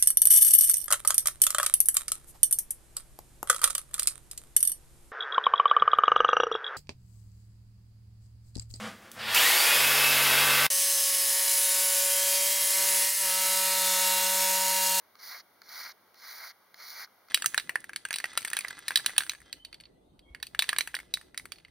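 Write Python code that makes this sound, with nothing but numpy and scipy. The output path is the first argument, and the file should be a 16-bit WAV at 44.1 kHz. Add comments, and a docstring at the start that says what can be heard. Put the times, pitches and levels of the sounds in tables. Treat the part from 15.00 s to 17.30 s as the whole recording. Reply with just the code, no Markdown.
"""Outdoors, close to the microphone, a toothbrush scrubs a small metal token on a denim-covered knee.
Four strokes each land with a light tick and swell into a hiss of random bristle clicks with a lower rasp;
tufts snap free along the way, the token pats back on the cloth, and one last landing tick follows.
Clicks and noise bursts are filtered into the brush's colours; the cloth keeps the token from ringing.
Behind lie faint outdoor air, a wavering low hum and microphone hiss, all through a recorder with notches."""
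import sys
import numpy as np
from scipy import signal
from scipy.fft import rfft, irfft
from scipy.io import wavfile

SR = 44100
rng = np.random.default_rng(int(sys.argv[2]) if len(sys.argv) > 2 else 0)


def waveform_to_disk(signal):
    """Save audio, clipped to [-1, 1], as 16-bit WAV at the path in sys.argv[1]."""
    frames = np.transpose(np.atleast_2d(signal))
    scaled = np.clip(frames, -1, 1) * 32767
    samples = np.round(scaled).astype(np.int16)
    wavfile.write(sys.argv[1], SR, samples)


N = 101429  # length in samples, 2.3 s


def from_db(db):
    """Decibels to amplitude gain."""
    return 10 ** (np.asarray(db) / 20)


def rms_one(x):
    """Scale to unit rms."""
    return x / np.sqrt(np.mean(x ** 2) + 1e-20)


def per_bin(points):
    """Read a (Hz, value) table at every frequency of the spectrum, along a logarithmic frequency axis."""
    hz, value = np.transpose(points)
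    bin_hz = np.arange(N // 2 + 1) * SR / N
    return np.interp(np.log(np.maximum(bin_hz, 1)), np.log(hz), value)


def colour(x, spectrum):
    """Shape a signal's spectrum by a (Hz, relative dB) table, then bring it to unit rms."""
    return rms_one(irfft(rfft(x) * from_db(per_bin(spectrum)), N))


def drift(corner_hz):
    """Random wandering, mostly slower than the corner frequency; unit rms."""
    hz = np.arange(N // 2 + 1) * SR / N
    return rms_one(irfft(rfft(rng.standard_normal(N)) / (1 + (hz / corner_hz) ** 2), N))


def pair(two, likeness):
    """Mix two unrelated signals into left and right with a given likeness at each frequency."""
    alike = np.clip(per_bin(likeness), 0, .995)
    mid, side = rfft(two)
    shared = np.sqrt((1 + alike) / 2) * mid
    opposed = np.sqrt((1 - alike) / 2) * side * [[1], [-1]]
    return irfft(shared + opposed, N)


def resonate(x, modes):
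    """Parallel damped resonances (Hz, width Hz, relative dB), scaled to roughly keep white sound's power."""
    out, power = 0, 0
    for k, (hz, width_hz, db) in enumerate(modes):
        radius = np.exp(-np.pi * width_hz / SR)
        gain = (1 - radius * radius) / 2
        feedback = [1, -2 * radius * np.cos(2 * np.pi * hz / SR), radius * radius]
        ringing = signal.lfilter([gain, 0, -gain], feedback, x + 1e-18)
        out = out + (-1) ** k * from_db(db) * ringing  # neighbours have opposite sign
        power += gain * from_db(db) ** 2
    return out / np.sqrt(power)


def flicks(per_s, spread_db):
    """Two unrelated trains of bristle clicks at random moments, most small and a few large."""
    excess = np.minimum(rng.exponential(1, (2, N)), 4)
    sizes = from_db(spread_db * excess) * rng.choice([-1, 1], (2, N))
    return sizes * (rng.random((2, N)) < per_s / SR)


def bursts(rows, rise_s, fall_s):
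    """Many bristles strike almost at once at each (s, dB): noise with a quick rise and exponential fall."""
    t, level = np.arange(N) / SR, 0
    for s, db in rows:
        rise = np.clip((t - s) / rise_s, 0, 1)
        fall = np.exp(-np.maximum(t - s - rise_s, 0) / fall_s)
        level = level + from_db(db) * rise * fall
    return level * rng.choice([-1, 1], (2, N))


def scrubbing():
    """Bristles flick over the relief in dense showers, slightly clumped as the tufts catch and let go."""
    # One table per stroke. Each row: time in seconds, then levels in dB, before the trims below,
    # of the bristle hiss, the low rasp and the top sizzle.
    strokes = [
        [(0.165, -69, -64, -72), (0.183, -73, -81, -80), (0.197, -54.5, -57.5, -67), (0.207, -58.5, -59.5, -64),
         (0.235, -47, -52, -53), (0.251, -50, -55, -53), (0.285, -48, -52, -50.5), (0.325, -47.5, -47, -52.5),
         (0.355, -50, -47, -53), (0.389, -51, -54, -57.5), (0.405, -51.5, -51, -67), (0.418, -66, -78, -74)],
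        [(0.632, -63.5, -71, -76), (0.682, -58.5, -60, -64), (0.69, -52, -54, -60), (0.758, -47, -49, -51),
         (0.808, -45, -45, -50), (0.834, -46, -49.5, -52), (0.87, -48, -43, -55), (0.882, -50, -57, -54),
         (0.894, -49.5, -45.5, -55), (0.92, -52, -58.5, -64), (0.926, -64, -61, -73)],
        [(1.152, -61, -70, -74), (1.17, -64.5, -64, -74), (1.188, -59.5, -65.5, -67), (1.24, -52.5, -53.5, -59),
         (1.278, -48.5, -51.5, -53), (1.366, -51, -52.5, -52), (1.414, -50.5, -49, -54.5),
         (1.464, -50.5, -46, -53), (1.492, -50.5, -54.5, -57.5), (1.504, -50, -50, -61),
         (1.518, -54.5, -56.5, -75), (1.524, -79, -73, -79)],
        [(1.755, -66, -62, -69), (1.763, -63, -68.5, -70), (1.805, -52.5, -50.5, -59), (1.895, -48.5, -55, -52),
         (1.949, -49.5, -50, -54.5), (2.025, -46, -46, -49), (2.049, -50, -50.5, -62), (2.062, -62, -61, -76)],
    ]
    # Colours of the stroke. 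Each row: frequency in Hz, relative level in dB.
    rasp_colour = [(150, -53), (350, -25.5), (600, -10.5), (1000, -5), (1400, 0.5), (2150, 4.5), (2450, -5),
                   (2800, -15.5), (4000, -32)]
    hiss_colour = [(1800, -35.5), (3200, -13), (3750, -6), (4100, 1), (4500, 4), (5300, 1), (6000, -2),
                   (6700, -4), (8500, -17.5), (12000, -15)]
    sizzle_colour = [(6000, -55), (8700, -5), (10000, -2.5), (11500, -2.5), (13000, -2.5), (14000, 0),
                     (14800, 4), (15700, -8)]
    hiss_trim_db, rasp_trim_db, sizzle_trim_db = 1, 1.5, 3
    hiss_flicks_per_s, rasp_flicks_per_s = 22000, 11000
    head_hz, head_width_hz, head_db = 4324, 260, -9.5  # the brush head's main resonance
    firm_db, head_growth = -51, 0.93  # hiss level of a firm stroke; head's dB per dB of the hiss

    t = np.arange(N) / SR
    tufts = drift(corner_hz=180)
    levels = 0
    for stroke in strokes:
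        s, *columns = np.transpose(stroke)
        touching = (t >= s[0]) & (t <= s[-1])
        levels = levels + touching * from_db([np.interp(t, s, db) for db in columns])
    hiss_level, rasp_level, sizzle_level = levels
    head_level = from_db(firm_db) * (hiss_level / from_db(firm_db)) ** head_growth

    def shower(per_s, spread_db, clump_db):
        """Clicks that grow and shrink with the tufts; a negative clump_db does so inversely."""
        return flicks(per_s, spread_db) * from_db(clump_db * tufts)

    rasp = colour(shower(rasp_flicks_per_s, spread_db=2.5, clump_db=0.84), rasp_colour)
    hiss = colour(shower(hiss_flicks_per_s, spread_db=3.0, clump_db=1.34), hiss_colour)
    head_clicks = shower(hiss_flicks_per_s, spread_db=0.0, clump_db=-1.8)
    head = rms_one(resonate(head_clicks, [(head_hz, head_width_hz, 0)]))
    sizzle = colour(shower(hiss_flicks_per_s, spread_db=1.5, clump_db=0.9), sizzle_colour)
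    return (from_db(rasp_trim_db) * rasp_level * rasp
            + from_db(hiss_trim_db) * hiss_level * hiss
            + from_db(head_db) * head_level * head
            + from_db(sizzle_trim_db) * sizzle_level * sizzle)


def ticks():
    """Landings and snapping tufts excite the same short resonances; a landing adds a knock and a splash."""
    # The brush lands on the token. Each row: start in seconds, burst peak in dB before the trims,
    # extra knock in dB, extra splash in dB.
    landings = [(0.1527, -42.5, -3.5, 4), (0.6165, -38, 0, 3), (1.1423, -43.5, 0, 10),
                (1.742, -38.5, 1.5, 9.5), (2.284, -46, 2, 1)]
    # A tuft of bristles snaps free. Each row: start in seconds, burst peak in dB before the trim.
    tuft_snaps = [(0.1897, -42), (0.2666, -37), (0.273, -42), (0.306, -41), (0.6912, -34), (0.8009, -34),
                  (0.8042, -34), (1.8025, -40), (1.903, -28.5), (2.002, -35)]
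    # Resonances of the brush head on the token. Each row: frequency in Hz, width in Hz, relative level in dB.
    knock_modes = [(1260, 350, -1), (2120, 490, -2)]
    click_modes = [(4280, 320, -1), (5100, 980, -8), (6460, 1600, -11.5), (14800, 3000, -17.5)]
    landing_trim_db, knock_trim_db, splash_trim_db, snap_trim_db = -5, -3, -17, -4.5
    landing_rise_s = 0.0015

    snap_rows = [(s, db + snap_trim_db) for s, db in tuft_snaps]
    snaps = bursts(snap_rows, rise_s=0.00089, fall_s=0.00057)
    s, peak_db, knock_db, splash_db = np.transpose(landings)
    click_db = peak_db + landing_trim_db
    clicks = bursts(zip(s, click_db), landing_rise_s, fall_s=0.0019)
    knocks = bursts(zip(s, click_db + knock_trim_db + knock_db), landing_rise_s, fall_s=0.0031)
    # the bristle tips' bright share of a landing
    splashes = bursts(zip(s, click_db + splash_trim_db + splash_db), landing_rise_s, fall_s=0.0014)
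    bright = signal.sosfilt(signal.butter(2, 2300, "high", fs=SR, output="sos"), splashes)
    return resonate(clicks + snaps, click_modes) + resonate(knocks, knock_modes) + bright


def token_settling():
    """A dull pat, one damped resonance, as the token drops back on the denim after the last stroke."""
    settle_s, burst_db, settle_hz, settle_width_hz = 2.074, -55, 1240, 280
    pat = bursts([(settle_s, burst_db)], rise_s=0.0013, fall_s=0.0027)
    return resonate(pat, [(settle_hz, settle_width_hz, 0)])


def place_brush(brush):
    """Set the close brush before the two microphone ports by level and phase, a little to the right."""
    # Each row: frequency in Hz, left-right likeness from 0 to 1.
    likeness = [(300, .8), (1000, .97), (2300, .96), (3000, .5), (4200, .95), (6500, .86), (9000, .72),
                (10500, .83), (12700, .62), (15000, .85)]
    # Each row: frequency in Hz, left minus right in dB.
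    balance = [(300, 0), (700, 1.5), (1300, -0.3), (2300, 3.5), (3300, -7), (4500, -1.5), (8500, -1),
               (10000, 0.5), (12000, -7), (15000, -2)]
    # Each row: frequency in Hz, lead of the left channel in radians.
    phase = [(1000, -.08), (4400, -.25), (6000, -.8), (7000, -.2), (11000, -2.1), (13500, -1.3)]
    spectrum = rfft(pair(brush, likeness))
    half = np.array([[1], [-1]]) / 2  # left and right each take half, in opposite directions
    gain = from_db(half * per_bin(balance))
    turn = np.exp(1j * half * per_bin(phase))
    return irfft(spectrum * gain * turn, N)


def aftersound(x):
    """Faint scatter from the ground and the body: a short decaying noise tail, different in each channel."""
    level_db, t60_s = -33, 0.29
    t = np.arange(SR // 2) / SR
    tail = rng.standard_normal((2, len(t))) * from_db(-60 * t / t60_s)
    tail = tail / np.sqrt(np.sum(tail ** 2, axis=1, keepdims=True))
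    return from_db(level_db) * signal.fftconvolve(x, tail, axes=1)[:, :N]


def background():
    """Outdoor air (coloured noise) and a wavering hum, their lows swelling and sinking, under mic hiss."""
    # Colours of the air and of the microphone's hiss. Each row: frequency in Hz, relative level in dB.
    air_colour = [(25, -38), (55, -26), (100, -11), (150, -10), (195, -3), (250, -3), (500, 0.1), (1100, 2),
                  (1600, 0.15), (2300, -2), (3000, -16), (8000, -35)]
    mic_colour = [(500, -25), (3000, 4.5), (4500, 8), (6500, 3.5), (11000, 5), (15500, 6.5)]
    # Each row: frequency in Hz, left-right likeness of the air from 0 to 1.
    air_likeness = [(150, 0.91), (500, 0.58), (1000, 0.71), (1800, 0.82), (3000, 0.17)]
    # The low hum. Each row: mean frequency in Hz, rms level in dB before the swell.
    hum_tones = [(93, -91), (192, -87.5)]
    # Swell of the background's lows. 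Each row: time in seconds, gain in dB.
    low_swell = [(0, 0.5), (.5, 0), (1.05, 1), (1.4, -3), (1.65, -3), (1.8, 0), (2.3, -2)]
    air_db, mic_hiss_db, mic_likeness = -65, -66, .3  # air level is before the swell
    lows_below_hz = 463

    air = colour(pair(rng.standard_normal((2, N)), air_likeness), air_colour)
    mic_hiss = colour(pair(rng.standard_normal((2, N)), [(1000, mic_likeness)]), mic_colour)
    hum = 0
    for hz, db in hum_tones:
        wavering_hz = hz * (1 + 0.0283 * drift(corner_hz=15.5))
        tone = np.sin(2 * np.pi * np.cumsum(wavering_hz) / SR)
        hum = hum + from_db(db) * rms_one(tone)
    outdoors = from_db(air_db) * air + hum
    lows = signal.sosfiltfilt(signal.butter(2, lows_below_hz, fs=SR, output="sos"), outdoors)
    swell = from_db(np.interp(np.arange(N) / SR, *np.transpose(low_swell)))
    return outdoors + (swell - 1) * lows + from_db(mic_hiss_db) * mic_hiss


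def scene():
    """The brush and token close to the microphone, their faint scatter, and the outdoors behind."""
    placed = place_brush(scrubbing() + ticks() + token_settling())
    return placed + aftersound(placed) + background()


def record(dry):
    """The recorder notches out several bands and cuts the top steeply."""
    # Dips in the recorder's response. Each row: centre in Hz, width in Hz.
    notches = [(1775, 160), (2560, 410), (2900, 36), (4980, 130), (7350, 1630), (7500, 830), (8050, 460),
               (8220, 1270)]
    cutoff_hz = 15800
    for hz, width_hz in notches:
        dry = signal.lfilter(*signal.iirnotch(hz, hz / width_hz, fs=SR), dry)
    return signal.sosfilt(signal.ellip(12, .1, 70, cutoff_hz, fs=SR, output="sos"), dry)


dry = scene()
out = record(dry)
waveform_to_disk(out)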